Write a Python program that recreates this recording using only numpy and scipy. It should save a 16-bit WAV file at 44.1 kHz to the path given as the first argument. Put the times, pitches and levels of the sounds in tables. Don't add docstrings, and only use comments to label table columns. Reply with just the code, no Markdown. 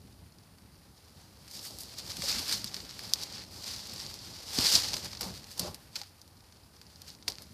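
import sys
import numpy as np
from scipy import signal
from scipy.fft import rfft, irfft
from scipy.io import wavfile
from scipy.ndimage import uniform_filter1d

SR = 44100
rng = np.random.default_rng(int(sys.argv[2]) if len(sys.argv) > 2 else 0)


def dump_mix(stems):
    frames = np.atleast_2d(stems).T
    limited = np.clip(frames, -1, 1)
    pcm = np.round(limited * 32767).astype(np.int16)
    wavfile.write(sys.argv[1], SR, pcm)


N = 332073


def leaves(crackle_db, crisp_db, stems_db):
    patch = undb(0.82 * walk(40) + 1.4 * walk(90))
    crackle = patch * grains(450., 3.8, 0.0012, 2.9)
    body, middle, top = sizes(crackle)
    stems = unit(body) * undb(stems_db + 1.3 * walk(30))
    crisp_edges = unit(top) * undb(crisp_db + 0.76 * walk(30))
    return stems + unit(middle) * undb(crackle_db) + crisp_edges


def crushes(column):
    # peak time [t/s], crackle [level/dB], rise [t/s], fall [t/s],
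    # crisp edges relative to crackle [level/dB], soil relative to crackle [level/dB]
    crush_rows = [(1.24, -61, 0.17, .1, -7, -5), (1.545, -47.5, 0.058, 0.089, -7, -30),
                  (1.65, -47, 0.062, 0.094, -1, -27), (1.815, -63, .04, .05, 17, -8),
                  (1.99, -46, 0.038, 0.076, -10, -12), (2.11, -41.5, 0.069, 0.039, -6, -18),
                  (2.235, -39, .03, .2, -6.5, -13), (2.3, -30.5, 0.096, 0.19, -12, -19.5),
                  (2.39, -46.5, 0.06, .15, 0, -7), (2.531, -32.5, 0.16, 0.084, -9, -15.5),
                  (2.759, -50, 0.051, 0.26, -5, -7.5), (3.06, -47.5, .15, 0.057, -11, -7),
                  (3.23, -41.5, 0.12, 0.039, -8, -15), (3.36, -49.5, .15, .12, -14, -7),
                  (3.67, -41, 0.16, 0.54, -10.5, -16), (3.99, -44.5, 0.13, 0.3, -9, -13.5),
                  (4.491, -44.5, 0.15, .1, -11, -16), (4.545, -37.5, 0.061, 0.22, -6.5, -14),
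                  (4.592, -28.5, 0.058, 0.14, -9.5, -11.5), (4.66, -27, 0.062, 0.13, -9.5, -26),
                  (4.757, -22, 0.14, 0.083, -9, -19), (4.84, -33.5, 0.035, 0.23, -12, -17),
                  (4.94, -44.5, 0.044, 0.11, 0.5, 0), (5.059, -39.5, 0.067, 0.021, -10, -5),
                  (5.22, -40, 0.012, 0.12, -7, -2.5), (5.268, -53.5, 0.079, 0.06, -1, 9),
                  (5.37, -48, 0.17, 0.076, -9, -9), (5.52, -49.5, 0.071, 0.09, -3, -19),
                  (5.61, -39, 0.048, 0.092, -10, -6), (5.68, -48.5, 0.12, 0.078, -7, 5),
                  (5.97, -43.5, 0.043, 0.09, -9, -10.5), (6.57, -61, 0.055, 0.044, -14, -19),
                  (6.94, -60.5, 0.17, 0.053, -12, -19), (7.09, -50, 0.081, 0.09, -7.5, -13),
                  (7.283, -44, 0.012, 0.092, -7, -3.5), (7.41, -55, 0.085, 0.15, -5.5, -7)]
    swell_db = 20
    t = np.arange(N) / SR
    power = np.zeros(N)
    for row in crush_rows:
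        s, db, rise, fall = row[:4]
        shift_db = row[column] if column else 0
        before = (s - t) / max(rise, .005)
        after = (t - s) / max(fall, .005)
        away = np.where(t < s, before, after)
        power += undb(db + shift_db - swell_db * np.minimum(away, 6)) ** 2
    return power


def grains(rate, spread_db, tail_s, bed):
    chance = rng.random(N)
    big = rng.exponential(size=N)
    hits = (chance < rate / SR) * undb(spread_db * np.minimum(big, 5.))
    swell = signal.lfilter([1], [1, -np.exp(-1 / (tail_s * SR))], hits)
    return unit((unit(swell) + bed) * rng.standard_normal(N))


def sizes(x):
    body_hz, crisp_hz, thin_hz = 2780, 8000, 11800
    f = np.fft.rfftfreq(len(x), 1 / SR)
    low = 1 / (1 + (f / body_hz) ** 6)
    high = 1 - 1 / (1 + (f / crisp_hz) ** 8)
    floor = 1 - 1 / (1 + (f / 790.0) ** 4)
    roof = 1 / np.sqrt(1 + (f / thin_hz) ** 2)
    spectrum = rfft(port(x))
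    shares = (low * floor, 1 - low - high, high * roof)
    return (irfft(spectrum * share, len(x)) for share in shares)


def port(x):
    port_hz, width_hz, lift_db = 4700, 1020, 15
    b, a = signal.iirpeak(port_hz, port_hz / width_hz, SR)
    return x + undb(lift_db) * signal.lfilter(b, a, x)


def twigs():
    # time [t/s], peak of the middle part [level/dB], body relative to it [level/dB],
    # crisp top relative to it [level/dB], splinter peaks relative to the break [level/dB]
    snap_rows = [(0.3861, -44, -25, -12, -22), (0.584, -54, -1, 1, -3), (0.8896, -55, -12, -17, -19),
                 (0.9778, -51, -25, -11, -9), (1.479, -41.5, -7, 0, -8), (1.5121, -35, -22, -2, -15),
                 (1.5929, -30.5, -30, -15, -10), (1.7867, -33.5, -21, 12, -27), (1.8066, -36, -24, 9, -12),
                 (1.823, -47, -22, 4, -20), (1.8351, -33.5, -33, 7, -30), (1.9299, -42, -16, -4, -18),
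                 (1.9842, -31.5, -24, -2, -2), (2.102, -29.5, -11, -10, 2), (2.1182, -26, -13, -12, -18),
                 (2.169, -29.5, -7, 1, -9.5), (2.221, -26, -5.5, -1, -10), (2.48, -28.5, -20, -4, -4),
                 (2.5258, -23.5, -25, -10, -5), (2.6438, -21, -12, 2, -18), (2.7437, -20.5, -11, -6, -16),
                 (2.7662, -26.5, -9, -9, -18), (2.8031, -32, -8, -15, -9), (2.8926, -32.5, -17, -18, -4),
                 (2.9105, -29, -11, -26, -22), (2.9929, -28.5, -2.5, 0, -18), (3.1363, -5, -29, -4, -22),
                 (3.235, -21, -26, -3, -15), (3.6435, -25.5, -21, -12, -27), (3.6684, -28, -23, -16, -17),
                 (3.7931, -31.5, -8, -16, -11), (3.87, -34.5, -15, -3, -7), (3.936, -36, -16, 1, -6),
                 (3.962, -27, -29, -8, -25), (4.001, -23.5, -34, -22, -34), (4.065, -24.5, -22, -19, -29),
                 (4.1413, -29, -16, 2, -25), (4.3786, -44, -33, -9, -30), (4.538, -31, -30, -10, -12),
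                 (4.588, -11.5, -12, -19, -24), (4.6665, -14, -13.5, -22, 4), (4.7527, -8, -36, -27, -1),
                 (4.9336, -17, -13, -12, -21), (4.941, -17, -8.5, -16, -15), (4.9674, -22.5, -9, -4, -14.5),
                 (5.0463, -27, -18, 1, -16), (5.1317, -34, -2, -9, -8), (5.1506, -31.5, -7, -13, -13),
                 (5.1714, -33, -16, -31, -5), (5.2096, -25.5, -5, 4.5, -6), (5.2178, -25, -30, 3, -15),
                 (5.2306, -23.5, -8, -30, -20), (5.443, -32, -19.5, -11, -24), (5.5137, -41, -5, 8, -9),
                 (5.579, -33, -10, 4, -10), (5.595, -17, -17, 4.5, -10.5), (5.7452, -31, -10, 6, -15),
                 (5.9564, -25, -10, -8, -4), (5.9624, -25.5, -9, -12, -4.5), (6.0156, -27, -9, -6, -14),
                 (6.0344, -39, -2, 1, -15), (6.2158, -38, -31, -1, -14), (6.2782, -45.5, -7, 4, -22),
                 (6.3683, -54, -16, -22, -16), (6.4061, -49.5, -10, -5, -6), (6.5236, -46, -12, -15, -9),
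                 (6.8148, -39, -6, -5, -10), (6.8671, -45, -16, -13, -14), (6.9588, -39, -14, -35, -17),
                 (7.0188, -33, -27, 3.5, -20), (7.0797, -37, -15, -14, -10), (7.1031, -31, -26, -24, -25),
                 (7.1502, -36.5, -18, -13, -22), (7.2256, -39.5, -10, -20, -11),
                 (7.28, -16.5, -7.5, -6.5, -11), (7.2861, -18, -24, 2, -31), (7.3, -29, -27, -6, -8),
                 (7.321, -25.5, -24, -22, -37), (7.355, -33, -14, -16, -29), (7.3846, -30.5, -7, -20, -24),
                 (7.4207, -41.5, -10, 6, -8)]
    return snaps(snap_rows)


def ticks(stir_db):
    ticks_per_s, scatter_db = 7, 4.5
    mean_db = [12, -41, -14, -4]
    chance = rng.standard_normal((int(ticks_per_s * N / SR), 4))
    s = .01 + rng.random(len(chance)) * (N / SR - .02)
    rows = np.column_stack([s, mean_db + scatter_db * chance])
    rows[:, 1] += stir_db[(s * SR).astype(int)]
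    return snaps(rows)


def snaps(rows):
    splinter_t60_s = 0.032
    crest_db = 5
    lead = 64
    out = np.zeros(N + SR)
    t = np.arange(4096) / SR
    noise = rng.standard_normal((len(rows), len(t)))
    fade = np.exp(-np.log(1000) * t / splinter_t60_s)
    for (s, peak_db, body_db, top_db, splinter_db), hiss in zip(rows, noise):
        burst = undb(splinter_db - crest_db) * hiss * fade
        burst[0] += 1
        body, middle, top = sizes(np.roll(burst, lead))
        middle = band(middle, 3100.0, 8400.0, order=1)
        body, middle, top = (part / np.abs(part).max() for part in (body, middle, top))
        i = int(s * SR) - lead
        out[i:i + len(t)] += undb(peak_db) * (middle + undb(body_db) * body + undb(top_db) * top)
    return out[:N]


def soles(scuff_db, rumble_db):
    # resonance [f/Hz], width [f/Hz], strength [level/dB]
    soil_peaks = [(355, 260, 1.5), (548, 220, -1), (786, 180, -2), (1124, 66, -16)]
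    # resonance [f/Hz], width [f/Hz], strength [level/dB]
    rumble_peaks = [(68, 16, -1.5), (95.5, 66, 3.5), (156, 42, -10), (185, 49, -11)]
    # time [t/s], peak before the bass cut [level/dB], pitch [f/Hz], 60 dB fade [t/s]
    thud_rows = [(2.087, -44, 98, 0.086), (2.192, -36.5, 173, 0.046), (2.236, -40.5, 553, 0.1),
                 (2.366, -40, 231, 0.17), (2.399, -35, 260, 0.032), (2.542, -41, 208, 0.099),
                 (2.645, -38, 203, 0.053), (4.586, -22.5, 250, 0.036), (4.59, -30, 105, 0.06),
                 (4.643, -36, 179, 0.033), (4.878, -43, 105, 0.069), (5.031, -43, 189, 0.22),
                 (5.079, -44, 192, 0.093), (5.263, -36.5, 186, 0.13), (5.284, -46, 185, 0.1),
                 (5.602, -35, 186, 0.042), (5.614, -37, 180, 0.064), (5.629, -33.5, 173, 0.07),
                 (5.648, -36, 584, 0.071), (5.658, -38, 613, 0.1), (5.691, -39, 101, 0.076),
                 (6.013, -44.5, 817, 0.058), (7.279, -41, 97, 0.11)]
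    thud_rise_s = 0.00043
    bass_cut_hz = 44
    scuff = ring(grains(300., 1.6, 0.0099, 0.94), soil_peaks)
    rumble = ring(grains(60., 1.5, 0.03, 0.85), rumble_peaks)
    out = undb(scuff_db) * unit(band(scuff, 232.0, 1360.0, order=4))
    out += undb(rumble_db) * unit(band(rumble, 40.0, 340.0))
    t = np.arange(N) / SR
    for s, peak_db, hz, t60 in thud_rows:
        age = np.clip(t - s, 0, None)
        rise = 1 - np.exp(-age / thud_rise_s)
        swell = rise * np.exp(-np.log(1000) * age / max(t60, .005))
        out += undb(peak_db) * np.sin(2 * np.pi * hz * age) * swell / swell.max()
    return signal.sosfilt(signal.butter(2, bass_cut_hz, "highpass", fs=SR, output="sos"), out)


def far():
    # frequency [f/Hz], relative strength [level/dB]
    spectrum_points = [(18, -52), (30, -18), (91, 4.5), (198, -19.5), (453, -19), (865, -19), (1380, -19.5),
                       (2500, -28.5), (4650, -27.5), (8640, -30), (9840, -27), (14500, -27.5)]
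    # pitch [f/Hz], rms [level/dB]
    whine_tones = [(9647, -76)]
    far_db = -62
    hz, db = np.transpose(spectrum_points)
    f = np.fft.rfftfreq(N, 1 / SR)
    shape = undb(np.interp(np.log(f + 1), np.log(hz), db))
    bed = unit(irfft(rfft(rng.standard_normal(N)) * shape, N))
    hum = band(bed, 30., 900.0)
    bed = bed + hum * (undb(4.1 * walk(3.15)) - 1)
    t = np.arange(N) / SR
    whine = sum(undb(db) * np.sqrt(2) * np.sin(2 * np.pi * hz * t) for hz, db in whine_tones)
    return undb(far_db) * bed + whine


def undb(db):
    return 10 ** (np.asarray(db) / 20)


def unit(x):
    return x / np.sqrt(np.mean(x ** 2))


def together(db, power):
    return 10 * np.log10(undb(db) ** 2 + power)


def band(x, lo_hz, hi_hz, order=2):
    return signal.sosfilt(signal.butter(order, [lo_hz, min(hi_hz, .45 * SR)], "bandpass", fs=SR, output="sos"), x)


def ring(x, peaks):
    return sum(undb(db) * signal.lfilter(*signal.iirpeak(hz, hz / width, SR), x) for hz, width, db in peaks)


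def walk(rate):
    k = int(SR / rate)
    steps = np.repeat(rng.standard_normal(N // k + 1), k)
    return 1.04 * uniform_filter1d(uniform_filter1d(steps, k), k)[:N]


def scene():
    # time [t/s], leaf stir [level/dB], crisp edges relative to stir
    # [level/dB], stems relative to stir [level/dB], low rumble [level/dB]
    stir_rows = [(0, -68.5, -3, -3, -55), (0.55, -71.5, -2, -0.5, -58), (1.03, -66.5, -5, -7, -59.5),
                 (1.35, -65, -5, -7, -59.5), (1.49, -60, -2, -7, -51.5), (1.53, -52, -2, -19, -57.5),
                 (1.75, -50.5, -4.5, -16.5, -54), (1.95, -52, -7.5, -8.5, -56),
                 (2.2, -46, -6.5, -13, -52.5), (2.6, -46, -10, -10.5, -52), (2.9, -54.5, -8, -7.5, -53.5),
                 (3.15, -47.5, -6.5, -11.5, -53.5), (3.4, -48.5, -14, -7, -52.5),
                 (3.47, -57.5, -6, -7, -54), (3.6, -53, -4.5, -12, -55), (3.9, -53, -11, -12, -52.5),
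                 (4.42, -50, -7, -10.5, -56), (5.05, -52.5, -7, -5.5, -53),
                 (5.42, -56.5, -5.5, -6.5, -53.5), (5.75, -62, -1, -3, -58.5), (6.14, -68.5, -4, -4, -62),
                 (6.6, -69, -4, -4, -62), (7.0, -64, -4, -6, -59), (7.53, -70, -3, -2, -55)]
    pivot_db = -50
    stems_at_pivot_db, stems_slope = -61, 0.89
    soil_at_pivot_db, soil_slope = -58.5, 0.55
    crush_rumble_db = -4.5
    s, *columns = np.transpose(stir_rows)
    stir_db, edge_db, stem_db, low_db = (np.interp(np.arange(N) / SR, s, c) for c in columns)
    crunch = crushes(0)
    crackle_db = together(stir_db, crunch)
    crisp_db = together(stir_db + edge_db, crushes(4))
    crushed_stems = undb(stems_at_pivot_db) ** 2 * (crunch / undb(pivot_db) ** 2) ** stems_slope
    stems_db = together(stir_db + stem_db, crushed_stems)
    soil = crushes(5)
    scuff_db = together(soil_at_pivot_db + soil_slope * (stir_db - pivot_db), soil)
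    rumble_db = together(low_db, soil * undb(crush_rumble_db) ** 2)
    mono = leaves(crackle_db, crisp_db, stems_db)
    mono = mono + twigs() + ticks(stir_db)
    mono = mono + soles(scuff_db, rumble_db) + far()
    return np.array([mono, mono])


def record(dry):
    edge_hz, top_hz = 14550, 15500
    step = signal.sosfilt(signal.ellip(6, .3, 32, edge_hz, fs=SR, output="sos"), dry)
    return signal.sosfilt(signal.ellip(10, .2, 70, top_hz, fs=SR, output="sos"), step)


dry = scene()
out = record(dry)
dump_mix(out)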